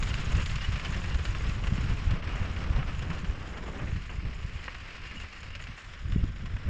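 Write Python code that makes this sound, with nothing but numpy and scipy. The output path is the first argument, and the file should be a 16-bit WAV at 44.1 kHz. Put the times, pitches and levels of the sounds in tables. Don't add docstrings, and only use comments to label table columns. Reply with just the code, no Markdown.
import sys
import numpy as np
from scipy import signal
from scipy.fft import rfft, irfft
from scipy.io import wavfile
from scipy.ndimage import uniform_filter1d

SR = 44100
rng = np.random.default_rng(int(sys.argv[2]) if len(sys.argv) > 2 else 0)


def transcribe(u):
    v = np.clip(np.atleast_2d(u).T, -1, 1)
    q = np.round(v * 32767).astype(np.int16)
    wavfile.write(sys.argv[1], SR, q)


N = 295029
TIME = np.arange(N) / SR

# f/Hz, relative level/dB
RUMBLE_EQ = [(50, -39.5), (150, 6.5), (300, 1.5), (430, 0), (700, -4), (950, -5), (1400, -7), (2500, -18.5),
             (6000, -88)]
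CLATTER_EQ = [(200, -40), (600, -8.5), (920, -6.5), (1070, 2.5), (1250, 0.5), (1800, 1.5), (2450, -0.5),
              (2850, -0.5), (3200, -5.5), (3900, -18), (6000, -21), (12000, -78.5)]
RATTLE_EQ = [(1500, -10), (3300, 2), (4100, 0.5), (4600, -2), (5150, 0.5), (6100, -7.5), (6850, -14.5),
             (7600, -12), (8100, -17.5), (10200, -39.5), (11500, -43.5), (15000, -46)]
JINGLE_EQ = [(4500, -54), (6400, -6), (6780, -1), (7100, -2.5), (7600, -12), (8100, -19), (10100, -27),
             (11500, -36), (15000, -65)]
SIZZLE_EQ = [(7000, -51), (9200, -8), (10300, 1.5), (11500, -16), (15000, -40)]
# t/s, relative level/dB
RUMBLE_RIDE = [(0, -4), (.35, -2.5), (.52, -17), (.9, 2), (1.22, -4), (1.6, 1), (2.2, 0), (2.76, 5),
               (2.95, -2.5), (3.1, 3.5), (3.26, 0.5), (3.5, 1.5), (3.6, 5.5), (3.84, 7.5), (4.0, -12),
               (4.26, -2), (4.45, -5), (5.3, -6), (6.0, -9.5), (6.69, 0)]
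EFFORT_RIDE = [(0, 0), (.3, 0), (.8, 1), (1.1, 0.5), (1.18, -2.5), (1.28, 0), (1.46, 0), (1.56, 2.5),
               (1.6, -2.5), (1.88, 3), (1.95, -0.5), (2.1, 1), (2.2, -3.5), (2.33, 1.5), (2.45, 0),
               (3.1, -0.5), (3.22, 0), (3.28, -2), (3.42, -2.5), (3.7, -2.5), (3.9, -1), (4.3, -2),
               (4.78, 2.5), (5.4, 1), (5.85, 1.5), (5.91, -2.5), (5.98, 0), (6.04, -2), (6.15, -1.5),
               (6.25, -2.5), (6.69, 0)]
JINGLE_RIDE = [(0, -54), (.08, -53.5), (.12, -58.5), (.48, -54), (.6, -63), (1.0, -57.5), (1.2, -64),
               (1.255, -55), (1.34, -62.5), (1.52, -59), (1.6, -67), (1.68, -60.5), (2.08, -65.5),
               (2.16, -70), (2.27, -83), (2.34, -63.5), (2.8, -71), (2.99, -64), (3.28, -65), (3.36, -73),
               (3.44, -65.5), (3.62, -66.5), (3.72, -65), (3.93, -67), (4.16, -68), (4.24, -84),
               (4.35, -67.5), (4.9, -73), (5.03, -77), (5.07, -61.5), (5.14, -74), (5.205, -60.5),
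               (5.28, -75), (5.41, -65), (5.57, -87), (5.62, -62), (5.69, -81), (5.82, -61), (5.92, -72),
               (6.17, -69.5), (6.69, -76)]

def running_gear(rumble_db=-44, clatter_db=-43, rattle_db=-50, jingle_db=-1, sizzle_db=-77):
    near, effort = nearness(), curve(EFFORT_RIDE)
    shake = amp(1.33 * drift(21))
    rumble = steadied(colour(impacts(per_s=1300, spread_db=2.5, t60=0.02), RUMBLE_EQ), 0.067)
    clatter = steadied(colour(impacts(per_s=690, spread_db=3.5, t60=0.11), CLATTER_EQ), 0.024)
    rattle = steadied(colour(impacts(per_s=1100, spread_db=3, t60=0.049), RATTLE_EQ), 0.1)
    jingle = steadied(colour(impacts(per_s=260, spread_db=5.5, t60=0.078), JINGLE_EQ), 0.11)
    sizzle = colour(impacts(per_s=500, spread_db=2, t60=0.04), SIZZLE_EQ)
    rumble *= amp(rumble_db) * near * curve(RUMBLE_RIDE)
    clatter *= amp(clatter_db) * near * effort
    rattle *= amp(rattle_db) * near ** 1.29 * effort
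    jingle *= amp(jingle_db) * curve(JINGLE_RIDE)
    sizzle *= amp(sizzle_db - 5.5 * TIME)
    return shake * chain_catch() * (rumble + clatter + rattle + sizzle) + jingle


# t/s, relative level/dB, treble lift/dB
KNOCK_CUES = [(0.0263, -27.5, 5.5), (0.071, -36, 6), (.139, -33, 6), (.297, -37, 4), (.353, -33.5, 9),
              (0.4036, -33, 2), (0.4592, -31.5, 9), (0.495, -35, 9), (0.5562, -31, 5), (0.613, -36.5, 8),
              (0.6462, -31.5, 5.5), (.721, -31.5, 1), (0.758, -30.5, 6), (.798, -33, 3), (.849, -28, 4),
              (.858, -29.5, 1), (0.925, -32.5, 2), (0.9449, -30, 0), (1.04, -32, -1), (1.144, -30, 3),
              (1.189, -31.5, -2), (1.252, -27.5, 4.5), (1.3491, -27.5, 0), (1.495, -31.5, 3),
              (1.639, -29.5, -3), (1.67, -29.5, -0.5), (1.7775, -34, -3), (1.887, -35.5, -2),
              (1.971, -37, 1), (2.108, -31.5, 3), (2.224, -36.5, -4), (2.2735, -32.5, -11), (2.356, -37, 1),
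              (2.427, -34.5, -3), (2.563, -31.5, -5), (2.639, -33.5, -5), (3.023, -33.5, 0.5),
              (3.102, -35.5, 2), (3.132, -35.5, 3), (3.245, -34, -1), (3.2956, -40, 1), (3.573, -36, 4),
              (3.66, -39, -1), (3.794, -39, -6), (3.871, -40, -11), (3.9603, -36, -1), (4.035, -45, 6),
              (4.093, -35, -12), (4.641, -43, 6), (4.7455, -34, -3), (4.802, -39.5, -1), (4.906, -38, 1),
              (5.111, -35, -4), (5.156, -38, 4), (5.2, -35.5, 2), (5.326, -39, 6), (5.4306, -34.5, -2),
              (5.504, -39, 5), (5.5513, -32.5, 2), (5.598, -37, -16), (5.6223, -50, 7), (5.67, -39.5, -2),
              (5.777, -38.5, 4), (5.935, -39, 3), (6.121, -34.5, 2.5), (6.239, -43, 10), (6.393, -45, 1),
              (6.458, -35, 1.5), (6.5645, -35.5, -4)]
# f/Hz, relative level/dB
KNOCK_EQ = [(200, -41), (450, 2.5), (850, -3), (1100, 3.5), (1800, 4.5), (2850, 4.5), (3600, -6.5),
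            (5200, -11), (6200, -15.5), (6900, -15.5), (8200, -29), (10300, -46.5), (12000, -58.5),
            (15000, -65)]

def knocks(level_db=-2, grain_db=1.5, crack_db=5, crack_s=0.0018, hold_s=0.0051, t60=0.053, size=6000):
    out, t = np.zeros(N), np.arange(size) / SR
    envelope = amp(-60 * np.maximum(t - hold_s, 0) / t60)
    envelope *= amp(crack_db * np.exp(-t / crack_s))
    for s, db, treble_db in KNOCK_CUES:
        contacts = rng.standard_normal(size)
        contacts *= amp(grain_db * unit(uniform_filter1d(rng.standard_normal(size), 60)))
        eq = [(hz, level + treble_db * (hz > 3300)) for hz, level in KNOCK_EQ]
        knock = colour(contacts * envelope, eq, size=1024)
        attack_height = 2 * np.sqrt(np.mean(knock[:size // 24] ** 2))
        add(out, s, amp(db + level_db) * knock / attack_height)
    return out


def chain_catch(duck_db=1.5, lead_s=0.022, release_s=0.003):
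    caught = sum(np.interp(TIME, [s - lead_s, s, s + release_s], [0, 1, 0]) for s, _, _ in KNOCK_CUES)
    return amp(-duck_db * np.sin(np.pi / 2 * np.minimum(caught, 1)))


def small_knocks(level_db=-53, per_s=20, t60=0.046, spread_db=10, size=4000):
    blows = np.zeros(N)
    for slot, (late, strength) in enumerate(rng.random((int(per_s * N / SR), 2))):
        add(blows, (slot + late) / per_s, amp(spread_db * strength) * burst(t60, size))
    return amp(level_db) * nearness() * curve(EFFORT_RIDE) * unit(colour(blows, KNOCK_EQ, size=1024))


# t/s, length/s, level/dB
WAD_CUES = [(0.378, 0.067, -39.5), (2.088, 0.11, -44), (2.277, 0.062, -43.5), (2.325, 0.18, -43.5),
            (2.784, 0.064, -42), (2.874, 0.05, -43.5), (3.013, 0.044, -45), (3.1, 0.038, -42),
            (3.523, 0.095, -48), (3.655, 0.057, -46), (3.781, 0.053, -43), (3.864, 0.03, -48),
            (4.091, 0.072, -49.5), (6.23, 0.041, -54), (6.668, 0.083, -44)]
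# f/Hz, relative level/dB
WAD_EQ = [(150, -6.5), (380, 3), (850, 1), (1200, 3.5), (2000, -0.5), (2900, -1), (3700, -23), (6000, -30),
          (12000, -68)]

def wads(lumpy_db=3):
    envelope = np.zeros(N)
    for s, length, db in WAD_CUES:
        progress = np.linspace(0, 1, int(length * SR))
        add(envelope, s, amp(db) * np.interp(progress, [0, .1, .7, 1], [0, 1, .9, 0]))
    churn = rng.standard_normal(N) * amp(lumpy_db * drift(90))
    return envelope * unit(colour(churn, WAD_EQ))


# t/s, peak level/dB
CLICK_CUES = [(.142, -22.5), (.356, -38), (.461, -28), (0.559, -26), (1.255, -42), (1.637, -34),
              (1.673, -37), (2.993, -36), (3.793, -40), (4.097, -42), (4.6418, -32), (5.556, -39),
              (5.602, -37), (5.6235, -33), (5.64, -33), (6.123, -52)]
# f/Hz, relative level/dB
CLICK_EQ = [(400, -40), (1200, 4), (2850, 17.5), (3700, 2), (5200, 0.5), (6100, -21), (6900, 5.5),
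            (8200, -26), (10300, -19.5), (14000, -57)]

def steel_clicks(t60=0.007, size=3000):
    out = np.zeros(N)
    for s, db in CLICK_CUES:
        snap = colour(burst(t60, size), CLICK_EQ, size=1024)
        add(out, s, amp(db) * snap / abs(snap).max())
    return out


# t/s, length/s, f/Hz, relative level/dB
SQUEAK_CUES = [(0.1, 0.021, 2810, -34), (0.383, 0.025, 2710, -38), (0.605, 0.02, 2800, -36.5),
               (0.639, 0.023, 2874, -31.5), (0.844, 0.019, 3000, -33.5), (1.105, 0.04, 2810, -38),
               (2.986, 0.033, 2780, -43), (5.06, 0.053, 2815, -42.5), (5.156, 0.039, 2835, -39.5),
               (5.207, 0.028, 2830, -40.5), (5.503, 0.069, 2830, -46), (5.769, 0.026, 2730, -43),
               (6.175, 0.036, 2800, -47.5)]

def chain_squeaks(level_db=-10, rough_db=4, rise=0.015, waver=0.016):
    out, bend, grip = np.zeros(N), drift(220), drift(290)
    for s, length, hz, db in SQUEAK_CUES:
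        span = slice(int(s * SR), int((s + length) * SR))
        glide = rise * np.linspace(-.5, .5, len(bend[span]))
        cycles = np.cumsum(hz * (1 + glide + waver * bend[span])) / SR
        squeak = np.sin(2 * np.pi * cycles) * amp(rough_db * grip[span])
        squeak *= signal.windows.tukey(len(squeak), .5)
        add(out, s, amp(db + level_db) * unit(squeak))
    return out


# t/s, relative level/dB
CLUNK_CUES = [(4.6803, -33), (4.684, -33.5)]
# f/Hz, relative level/dB, t60/s
BOX_MODES = [(503, -9.5, 0.066), (930, -4, 0.036), (1080, -5, 0.036), (1350, -0.5, 0.016),
             (1650, -3, 0.024), (1820, 1.5, 0.031), (2050, -4, 0.013), (2400, -8, 0.02), (2800, -8, 0.025)]

def box_clunk(crack_db=1, crack_t60=0.011, lowpass_hz=3300):
    out = np.zeros(N)
    for s, db in CLUNK_CUES:
        add(out, s, amp(db) * ring(BOX_MODES))
        add(out, s, amp(db + crack_db) * burst(crack_t60, size=4000))
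    return signal.sosfilt(signal.butter(4, lowpass_hz, fs=SR, output="sos"), out)


# t/s, gain/ratio to the direct sound, delay/s
SNOW_PATH = [(0, 0.034, 0.00023), (2.5, 0.018, 0.00091), (4.1, 0.16, 0.00042), (5.6, 0.21, 0.00043),
             (6.0, 0.12, 0.000585), (6.69, 0.24, 0.00055)]

def over_snow(direct):
    times, *columns = np.transpose(SNOW_PATH)
    gain, delay = (np.interp(TIME, times, column) for column in columns)
    reflection = gain * np.interp(TIME - delay, TIME, direct)
    return (direct + reflection) / np.sqrt(1 + gain ** 2)


# t/s, level/dB
BREEZE_RIDE = [(0, -28.5), (.25, -33.5), (.32, -28), (.44, -30.5), (.55, -31), (.615, -35.5), (.74, -29.5),
               (.83, -37), (.92, -32), (1.1, -32), (1.38, -32), (1.48, -31), (1.6, -31.5), (1.7, -32),
               (1.82, -30), (2.01, -34.5), (2.13, -30), (2.22, -37.5), (2.35, -31.5), (2.55, -34),
               (2.85, -31.5), (3.1, -35), (3.36, -36.5), (3.46, -39), (3.62, -39.5), (3.69, -36),
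               (3.75, -41.5), (3.86, -33.5), (3.97, -34.5), (4.06, -39), (4.26, -36), (4.35, -37.5),
               (4.55, -41.5), (4.7, -41.5), (4.85, -44), (4.98, -47.5), (5.04, -39.5), (5.09, -47),
               (5.15, -39), (5.22, -44), (5.3, -50.5), (5.48, -41), (5.73, -42), (5.81, -63), (5.86, -43),
               (5.97, -45), (6.08, -33), (6.19, -28.5), (6.28, -31.5), (6.35, -39.5), (6.48, -34),
               (6.62, -41.5), (6.69, -23.5)]
# crest t/s, length/s, level/dB
GUST_CUES = [(.37, 0.1, -25.5), (1.47, 0.12, -28.5), (1.92, 0.054, -26.5), (2.09, 0.11, -28),
             (2.765, 0.057, -24.5), (4.27, 0.079, -32), (5.22, 0.077, -37), (5.71, .08, -45)]
# f/Hz, relative level/dB
PUSH_EQ = [(8, -4.5), (22, -3), (45, 0), (70, -2.5), (100, -5), (130, -23), (300, -44), (900, -97.5),
           (4000, -120)]
FLUTTER_EQ = [(40, -21), (90, -5), (120, -0.5), (150, -1), (195, -7), (250, -15.5), (350, -22.5),
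              (600, -29.5), (2000, -79.5), (8000, -110)]

def wind(flutter_db=-7.5, lumpy_db=4, unrest_db=1, gust_flutter_db=-4, pivot_db=-28.5, growth=1.25):
    breeze = curve(BREEZE_RIDE) * amp(unrest_db * drift(21))
    gusts = sum(amp(db) * np.cos(np.pi * np.clip((TIME - s) / length, -.5, .5))
                for s, length, db in GUST_CUES)
    large_eddies = np.hypot(breeze, gusts)
    stirring = np.hypot(breeze, amp(gust_flutter_db) * gusts)
    small_eddies = amp(pivot_db) * (stirring / amp(pivot_db)) ** growth
    push = steadied(colour(rng.standard_normal(N), PUSH_EQ, size=16384), 0.051)
    lumps = rng.standard_normal(N) * amp(lumpy_db * drift(23))
    flutter = steadied(colour(lumps, FLUTTER_EQ, size=8192), 0.047)
    return large_eddies * push + amp(flutter_db) * small_eddies * flutter


# middle t/s, level/dB, f/Hz, length/s
PUFF_CUES = [(1.73, -37.5, 164, .06), (1.785, -35, 177, 0.05), (1.84, -33, 140, .05),
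             (2.126, -36, 135, 0.08), (2.49, -41, 148, .06), (2.79, -32, 151, 0.052),
             (3.02, -38.5, 135, .06), (3.11, -36.5, 141, .06), (3.24, -35.5, 133, 0.0415),
             (3.839, -34.5, 112, .07), (3.96, -38.5, 153, .06), (4.265, -42.5, 162, .08),
             (5.159, -45, 175, .06), (5.687, -42.5, 155, 0.0445), (6.163, -43, 306, 0.018),
             (6.241, -35.5, 267, 0.0197), (6.275, -49, 169, .04), (6.442, -42, 195, 0.04),
             (6.57, -44, 183, 0.032)]

def wind_puffs():
    out = np.zeros(N)
    for s, db, hz, length in PUFF_CUES:
        band = signal.butter(3, [hz * .45, hz * 1.2], "bandpass", fs=SR, output="sos")
        swirl = signal.sosfilt(band, rng.standard_normal(SR // 4))[-int(length * SR):]
        add(out, s - length / 2, amp(db) * unit(swirl * np.hanning(len(swirl))))
    return out


# t/s, peak level/dB, half length/s
THUMP_CUES = [(.009, -22.5, 0.0041), (0.143, -23, 0.0025), (0.206, -26.5, 0.0026), (0.347, -24, 0.0028),
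              (0.391, -26, 0.0019), (0.52, -25, 0.0026), (0.565, -23, 0.0023), (0.688, -21, 0.004),
              (0.899, -26, 0.0017), (1.16, -19.5, 0.0036), (1.298, -21.5, 0.003), (1.5, -23, 0.0028),
              (1.681, -22, 0.0033), (1.725, -20, 0.0017), (1.901, -21.5, 0.002), (2.075, -19.5, 0.0028),
              (2.123, -22, 0.0025), (2.277, -24.5, 0.0026), (2.419, -21, 0.0023), (2.708, -19, 0.0025),
              (2.884, -21.5, 0.0044), (2.988, -24, 0.0033), (3.297, -21.5, 0.004), (3.384, -28, 0.0032),
              (3.93, -20.5, 0.0022), (3.969, -21.5, 0.003), (4.187, -25, 0.0027), (4.451, -24.5, 0.0026),
              (4.558, -27, 0.0031), (6.061, -23.5, 0.0027), (6.13, -21, 0.0029), (6.162, -15.5, 0.0013),
              (6.236, -20, 0.0027), (6.554, -22.5, 0.0033)]

def wind_thumps():
    out = np.zeros(N)
    for s, db, half_length in THUMP_CUES:
        passage = (TIME - s) / half_length
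        out -= amp(db) * passage * np.exp((1 - passage ** 2) / 2)
    return out


def nearness(doubling_s=3.96):
    return 1 / (1 + TIME / doubling_s)


def impacts(per_s, spread_db, t60):
    strengths = amp(spread_db * np.minimum(rng.exponential(1, N), 3))
    hits = strengths * (rng.random(N) < per_s / SR)
    power = signal.lfilter([1], [1, -amp(-120 / (t60 * SR))], hits ** 2)
    return unit(np.sqrt(power) * rng.standard_normal(N))


def burst(t60, size):
    return amp(-60 * np.arange(size) / (t60 * SR)) * rng.standard_normal(size)


def ring(modes, size=12000):
    t = np.arange(size) / SR
    return sum(amp(db + rng.normal(0, 1) - 60 * t / t60) * np.sin(2 * np.pi * (hz * t + rng.random()))
               for hz, db, t60 in modes)


def colour(x, eq, size=4096):
    hz, db = np.transpose(eq)
    bin_hz = abs(np.fft.fftfreq(size, 1 / SR))
    gain = amp(np.interp(np.log(bin_hz + 1), np.log(hz), db))
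    taps = np.fft.ifft(np.exp(np.conj(signal.hilbert(np.log(gain))))).real
    return signal.oaconvolve(x, taps[:size // 2])[:len(x)]


def drift(rate_hz):
    hz = np.fft.rfftfreq(N, 1 / SR)
    return unit(irfft(rfft(rng.standard_normal(N)) / (1 + (hz / rate_hz) ** 2), N))


def steadied(x, seconds):
    size = max(int(seconds * SR), 2)
    power = uniform_filter1d(uniform_filter1d(x ** 2, size), size)
    return x / np.sqrt(abs(power) + 1e-12)


def curve(ride):
    return amp(np.interp(TIME, *np.transpose(ride)))


def amp(db):
    return 10 ** (np.asarray(db) / 20)


def unit(x):
    return x / np.sqrt(np.mean(x ** 2) + 1e-20)


def add(mix, s, sound):
    part = mix[max(round(s * SR), 0):][:len(sound)]
    part += sound[:len(part)]


def scene():
    machine = running_gear() + wads() + knocks() + steel_clicks() + small_knocks()
    machine += chain_squeaks() + box_clunk()
    return (over_snow(machine) + wind() + wind_puffs() + wind_thumps())[None]


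def record(dry, cutoff_hz=15000):
    lowpass = signal.firwin(511, cutoff_hz, window=("kaiser", 9), fs=SR)
    return signal.oaconvolve(dry, lowpass[None], "same")


dry = scene()
out = record(dry)
transcribe(out)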